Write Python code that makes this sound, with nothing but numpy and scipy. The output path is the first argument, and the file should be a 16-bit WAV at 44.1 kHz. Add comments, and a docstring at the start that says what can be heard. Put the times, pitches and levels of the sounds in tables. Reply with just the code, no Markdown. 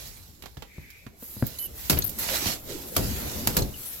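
"""A door clacks, rattles, scrapes and groans, handled right beside a hand-held microphone. Hard impacts give a
broadband crack, then the frame booms, its low frequencies dying last. Before and between the clacks, the slats
of the door's blind tick and soft bumps ring damped modes. Stick-slip friction squeaks and whistles, loose metal
clinks, and surfaces sliding past the microphone rasp and hiss. The doorway adds a short reverberation to the
knocks and whistles."""
import sys
import numpy as np
from scipy import signal
from scipy.fft import rfft, irfft, next_fast_len
from scipy.io import wavfile
from scipy.ndimage import uniform_filter1d, map_coordinates

SR = 44100
rng = np.random.default_rng(int(sys.argv[2]) if len(sys.argv) > 2 else 0)


def transcribe(signal):
    """Save signal, clipped to [-1, 1], as a 16-bit WAV file at the path in sys.argv[1]."""
    frames = np.atleast_2d(signal).T
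    limited = np.clip(frames, -1, 1)
    pcm = np.round(limited * 32767).astype(np.int16)
    wavfile.write(sys.argv[1], SR, pcm)


N = 176400
T = np.arange(N) / SR

# spectrum of a hard contact: f/Hz, level/dB
CONTACT_SPECTRUM = [(150, -6), (480, 5), (2400, -1.5), (4600, 1.5), (12000, -1.5)]
# spectrum of the door leaf: f/Hz, level/dB
LEAF_SPECTRUM = [(300, -3), (780, -0.5), (1050, -4.5), (2400, -0.5), (5000, -6), (9000, -22.5)]
IMPACT_ATTACK_S, SLIP_ATTACK_S = 0.0004, 0.0027
CRACK_DB = -2.5  # an impact's first instant against its longer decay
DOOR_PAN_DB, BASS_PAN_DB = -3.5, 3  # left minus right


def clacks():
    """Impact excitation: a chattering crack, then a boom whose damping rises with frequency."""
    # hard knocks: t/s, level/dB, T60 of the chattering decay/s, boom level/dB
    knocks = [(1.897, -15, 0.14, -22), (2.9645, -16, 0.067, -22), (3.4723, -15, 0.036, -33),
              (3.567, -17, 0.086, -22.5)]
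    # spectrum of the frame's boom: f/Hz, level/dB
    boom_spectrum = [(25, -17), (58, -2.5), (480, -10), (5000, -46)]
    # decay of the boom: f/Hz, T60/s
    boom_decay = [(60, 0.58), (2000, 0.18)]
    out, t = np.zeros((2, N)), T[:SR // 2]
    for s, db, t60, boom_db in knocks:
        chatter = unit(amp(2.8 * wobble(600)[:len(t)]))
        crack = amp(CRACK_DB) * struck(t, IMPACT_ATTACK_S, t60=0.026)
        force = chatter * struck(t, IMPACT_ATTACK_S, t60) + crack
        add(out, s, amp(db) * pan(DOOR_PAN_DB) * force * noise(CONTACT_SPECTRUM, size=len(t)))
        boom = damped(noise(boom_spectrum, size=len(t)), boom_decay)[:, :len(t)]
        rise = 1 - np.exp(-t / 0.0034)
        add(out, s, amp(boom_db) * pan(BASS_PAN_DB) * rise * boom)
    return out


def rattles():
    """Intermittent contact: the door leaf jolts and catches in dull, chattering bursts."""
    # jolts of the leaf: t/s, level/dB
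    jolts = [(1.911, -31.5), (1.929, -30.5), (1.971, -29), (2.287, -30.5), (2.455, -29.5)]
    out, t = np.zeros((2, N)), T[:SR // 5]
    for s, db in jolts:
        chatter = unit(amp(5 * wobble(500)[:len(t)]))
        force = chatter * struck(t, IMPACT_ATTACK_S, t60=0.1)
        add(out, s, amp(db) * pan(DOOR_PAN_DB) * force * noise(LEAF_SPECTRUM, size=len(t)))
    return out


def groans():
    """Random modulation: the moving door judders in low tones, rough in pitch and amplitude."""
    # judders: t/s, duration/s, f/Hz, level/dB
    judders = [(2.303, 0.041, 560, -38), (2.674, 0.106, 411.6, -44), (3.074, 0.054, 202.7, -36.5),
               (3.35, 0.094, 218.8, -38)]
    out = np.zeros((2, N))
    for s, length, hz, db in judders:
        wavering_hz = hz * (1 + 0.1574 * wobble(hz / 2))
        tone = unit(sine(wavering_hz) * amp(3 * wobble(90)))
        out += amp(db) * held(s, length, attack_s=0.01, release_s=0.08) * tone
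    return out


def sliding():
    """Friction noise: rough surfaces rasp, grind and hiss over the door's drone and the hand's rumble."""
    # envelope of the sliding contact: t/s, level/dB
    rasp_levels = [(0, -42), (.4, -60), (.98, -60.5), (1.14, -64.5), (1.5, -45), (1.72, -53), (1.85, -42.5),
                   (2.18, -46.5), (2.19, -37.5), (2.35, -28), (2.405, -34.5), (2.47, -27), (2.54, -34),
                   (2.63, -56.5), (2.7, -39), (2.94, -50), (2.98, -36.5), (3.6, -40.5), (3.68, -48)]
    # its spectrum: f/Hz, level/dB
    rasp_spectrum = [(2600, -11.5), (4000, -0.5), (7600, -1.5), (12000, -9)]
    # envelope of the fine hiss: t/s, level/dB
    hiss_levels = [(0, -45), (.35, -62), (1.15, -68), (1.23, -40), (1.72, -51.5), (1.78, -39),
                   (2.184, -41.5), (2.188, -26.5), (2.27, -36.5), (2.35, -33), (2.62, -49), (3.05, -37),
                   (3.58, -40), (3.7, -51.5), (3.8, -38)]
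    # its spectrum: f/Hz, level/dB
    hiss_spectrum = [(5000, -12), (10000, -4.5)]
    # its direction: t/s, left minus right/dB
    hiss_pan = [(2.4, -1.5), (3.5, 3.5)]
    # envelope of the door body's drone: t/s, level/dB
    body_levels = [(1.1, -58.5), (2.15, -47), (2.4, -39), (2.65, -44.5), (3, -43), (3.58, -33.5),
                   (3.8, -55.5)]
    # its spectrum: f/Hz, level/dB
    body_spectrum = [(200, -3.5), (480, -6.5), (2500, -30)]
    # envelope of the hand's rumble: t/s, level/dB
    rumble_levels = [(0, -47), (1, -60), (2.1, -43.5), (2.93, -52.5), (3.04, -34), (3.27, -41.5),
                     (3.62, -36), (3.85, -61)]
    # its spectrum: f/Hz, level/dB
    rumble_spectrum = [(22, -23), (58, 1.5), (800, -42)]
    # spectrum of a thin, faint swish near 2.3 kHz, like a finger or fabric rubbing: f/Hz, level/dB
    swish_spectrum = [(1000, -24), (2300, 8.5), (3000, -8), (9000, -21)]
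    rasp_pan_db, sway_db = -7, 1.8
    grit = unit(amp(0.88 * wobble(700) + wobble(45)))
    rasp_db = curve(rasp_levels)
    rasp = amp(rasp_db) * patchy(noise(rasp_spectrum)) * pan(rasp_pan_db)
    # the grind grows with pressure more steeply than the rasp
    grind_db = rasp_db.max() - 2 + 1.27 * (rasp_db - rasp_db.max())
    grind = amp(grind_db) * patchy(noise(LEAF_SPECTRUM)) * pan(rasp_pan_db / 2)
    hiss = amp(curve(hiss_levels)) * patchy(noise(hiss_spectrum)) * pan(curve(hiss_pan))
    body = amp(curve(body_levels) + sway_db * wobble(26.93)) * patchy(noise(body_spectrum))
    rumble_db = curve(rumble_levels) + sway_db * wobble(26)
    rumble = amp(rumble_db) * noise(rumble_spectrum) * pan(BASS_PAN_DB)
    swell = np.exp(-((T - 0.87) / 0.15) ** 2 / 2)
    swish = amp(-52.5) * swell * patchy(noise(swish_spectrum))
    return grit * (rasp + grind + hiss) + body + rumble + swish


def ticks():
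    """Light impacts: slats touch in brief broadband clicks of differing brightness."""
    # slat contacts: t/s, level/dB, spectral tilt/(dB per octave)
    contacts = [(0.4226, -38, 0), (0.437, -37.5, -5), (0.457, -34, -3.5), (0.57, -38.5, -4.5),
                (0.622, -32.5, -4.5), (0.903, -41.5, 2.5), (1.065, -38.5, -5.5), (1.466, -22.5, 10.5),
                (2.093, -21.5, 10)]
    # spectrum of a slat: f/Hz, level/dB
    slat_spectrum = [(900, 6.5), (3200, 11.5), (12000, 3)]
    out, t = np.zeros((2, N)), T[:SR // 5]
    crack = amp(CRACK_DB) * struck(t, IMPACT_ATTACK_S, t60=0.0034)
    force = struck(t, IMPACT_ATTACK_S, t60=0.056) + crack
    for s, db, tilt_db in contacts:
        add(out, s, amp(db) * pan(-9.5) * force * noise(slat_spectrum, tilt_db, size=len(t)))
    return out


def bumps():
    """Modal ringing: soft knocks excite the microphone's damped body; softer contact sounds lower."""
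    # soft knocks: t/s, peak level/dB, lowest mode f/Hz
    knocks = [(0.575, -32.5, 69), (.782, -30, 76.5), (1.066, -36, 115), (1.225, -36, 244),
              (1.367, -32, 107), (1.425, -12, 121.7), (1.4406, -25.5, 147), (1.971, -18.5, 60.5),
              (2.463, -24, 90), (3.619, -17, 49.5)]
    # body modes: ratio to the lowest, level/dB, T60/s when the lowest is at reference_hz
    modes = [(1, 3, 0.056), (1.8, -1.5, 0.06), (4, -5.5, 0.023), (11, -1, 0.0058)]
    reference_hz, rise_cycles = 127, 0.09
    out, t = np.zeros((2, N)), T[:SR // 5]
    for s, db, hz in knocks:
        ring = np.zeros(len(t))
        for ratio, mode_db, t60 in modes:
            mode_hz = hz * ratio * np.exp(rng.normal(0, 0.04))
            envelope = struck(t, rise_cycles / hz, t60 * np.sqrt(reference_hz / hz))
            ring += amp(mode_db) * envelope * np.cos(2 * np.pi * mode_hz * t)
        add(out, s, -amp(db) * pan(BASS_PAN_DB) * ring / np.abs(ring).max())
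    return out


def squeaks():
    """Stick-slip oscillation: uneven slips give high, fluttering glides with a scratch in them."""
    # glides: t/s, duration/s, start f/Hz, end f/Hz, level/dB, left minus right/dB
    glides = [(1.585, 0.082, 11670, 12100, -32, -5.5), (1.987, 0.0023, 13840, 12500, -11, 7),
              (2.04, 0.012, 15100, 11900, -21, 8), (2.06, 0.021, 14000, 11850, -30, 20),
              (3.856, 0.057, 10530, 11260, -39.5, 7)]
    slips_per_wander = 4
    out = np.zeros((2, N))
    scratch = amp(-17) * noise(CONTACT_SPECTRUM)
    for s, length, start_hz, end_hz, db, pan_db in glides:
        wander = np.array([wobble(start_hz / slips_per_wander) for ear in range(2)])
        hz = np.interp(T, [s, s + length], [start_hz, end_hz]) * (1 + 0.058 * wander)
        tone = unit(sine(hz) * amp(2 * wobble(400)))
        envelope = held(s, length, SLIP_ATTACK_S, release_s=0.019)
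        out += amp(db) * pan(pan_db) * envelope * (tone + scratch)
    return out


def clinks():
    """Free vibration: loose metal rings briefly, roughened by a random drift of phase."""
    # metal contacts: t/s, level/dB
    contacts = [(1.586, -30.5), (2.021, -21), (3.587, -22), (3.621, -23)]
    # modes of the metal: f/Hz, level/dB
    modes = [(4200, -1), (6500, -4)]
    out, t = np.zeros((2, N)), T[:SR // 5]
    for s, db in contacts:
        drift = np.cumsum(0.18 * rng.standard_normal((len(modes), 2, len(t))), axis=2)
        ring = sum(amp(mode_db) * np.sin(2 * np.pi * hz * t + phase)
                   for (hz, mode_db), phase in zip(modes, drift))
        add(out, s, amp(db) * struck(t, attack_s=0.00092, t60=0.041) * ring)
    return out


def whistles():
    """Nearly periodic stick-slip: a clean note that sags as the pressure goes."""
    # notes: t/s, duration/s, level/dB
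    notes = [(1.591, 0.0657, -42.5), (3.739, 0.0038, -39.5)]
    pitch_hz, sag_hz_per_s, release_s = 2990, 16000, 0.07
    out = np.zeros(N)
    for s, length, db in notes:
        sag_hz = np.clip(T - s - length, 0, release_s) * sag_hz_per_s
        tone = sine(pitch_hz * (1 + 0.009 * wobble(400)) - sag_hz)
        out += amp(db) * held(s, length, SLIP_ATTACK_S, release_s) * tone
    return pan(5) * out


def doorway(x, t60):
    """Reverberation: convolution with an exponentially decaying noise tail."""
    t = T[:SR // 2]
    tail = rng.standard_normal((2, len(t))) * np.exp(-np.log(1000) * t / t60)
    return signal.fftconvolve(x, tail / np.linalg.norm(tail[0]), axes=1)[:, :N]


def noise(spectrum, tilt_db=0, size=N):
    """Spectral shaping: stereo noise of rms 1 heard through the port, tilted per octave above 500 Hz."""
    # likeness of left and right: f/Hz, correlation
    coherence = [(280, 0.7), (500, 0)]
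    # notch and peak of the microphone's port: f/Hz, level/dB
    port_response = [(7800, -1.5), (9000, -8), (12000, 7), (16000, -2.5)]
    hz = np.fft.rfftfreq(size, 1 / SR)
    width = np.arccos(np.clip(along(coherence, hz), -1, 1)) / 2
    octaves = np.log2(np.maximum(hz, 500) / 500)
    gain = amp(along(spectrum, hz) + along(port_response, hz) + tilt_db * octaves)
    white = rfft(rng.standard_normal((2, size)))
    mid, side = irfft(white * gain * [np.cos(width), np.sin(width)], size)
    return unit(np.array([mid + side, mid - side]))


def patchy(x, depth_db=3):
    """Time-varying filtering: shifting contact points favour passing patches of frequency."""
    z = signal.stft(x, nperseg=1024)[2]
    bands = uniform_filter1d(rng.standard_normal(z.shape[1:]), size=5, axis=0)
    patches = uniform_filter1d(bands, size=7, axis=1)
    return unit(signal.istft(z * amp(depth_db * unit(patches)), nperseg=1024)[1][:, :N])


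def damped(x, decay_times):
    """Frequency-dependent damping: each band of x fades with its own T60."""
    hz, t, z = signal.stft(x, SR, nperseg=256)
    fade = amp(-60 * t / along(decay_times, hz)[:, None])
    return signal.istft(z * fade, SR, nperseg=256)[1]


def struck(t, attack_s, t60):
    """Impact envelope: a quick rise and an exponential decay."""
    return (1 - np.exp(-t / attack_s)) * np.exp(-np.log(1000) * t / t60)


def held(s, length, attack_s, release_s):
    """Driven envelope: a linear rise, a hold, then a fall of 60 dB per release_s."""
    rise = np.clip((T - s) / attack_s, 0, 1)
    return rise * np.exp(-np.log(1000) * np.maximum(T - s - length, 0) / release_s)


def sine(hz):
    """A tone whose phase is the integral of its frequency."""
    return np.sin(2 * np.pi * np.cumsum(hz, axis=-1) / SR)


def wobble(rate):
    """Smooth random modulation, rate knots a second."""
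    return map_coordinates(rng.standard_normal(int(N * rate / SR) + 4), [T * rate])


def pan(db):
    """Constant-power gains for a left-minus-right level difference."""
    gains = amp(np.array([db, -db]).reshape(2, -1) / 2)
    return gains / np.sqrt(np.mean(gains ** 2, axis=0))


def along(points, hz):
    """Interpolation of (f/Hz, value) points on a log frequency axis."""
    f, values = np.transpose(points)
    return np.interp(np.log(hz + 1), np.log(f + 1), values)


def curve(points):
    """Interpolation of (t/s, value) points at every sample."""
    return np.interp(T, *np.transpose(points))


def amp(db):
    """Decibels to amplitude ratio."""
    return 10 ** (np.asarray(db) / 20)


def unit(x):
    """Normalisation to rms 1."""
    return x / np.sqrt(np.mean(x ** 2) + 1e-20)


def add(out, s, x):
    """Superposition of x on out, starting at s seconds."""
    part = out[:, max(round(s * SR), 0):][:, :x.shape[-1]]
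    part += x[..., :part.shape[1]]


def scene():
    """Superposition: knocks and whistles reverberate; the other sources arrive by the direct path only."""
    ringing = clacks() + rattles() + ticks() + bumps() + whistles()
    reverberation = amp(-8) * doorway(ringing, t60=0.24)
    return ringing + reverberation + clinks() + squeaks() + groans() + sliding()


def record(dry):
    """Band limiting: an ideal low-pass filter removes the highest treble."""
    cutoff_hz = 16000
    size = next_fast_len(N + SR // 2)
    passband = np.fft.rfftfreq(size, 1 / SR) < cutoff_hz
    return irfft(rfft(dry, size) * passband, size)[:, :N]


dry = scene()
out = record(dry)
transcribe(out)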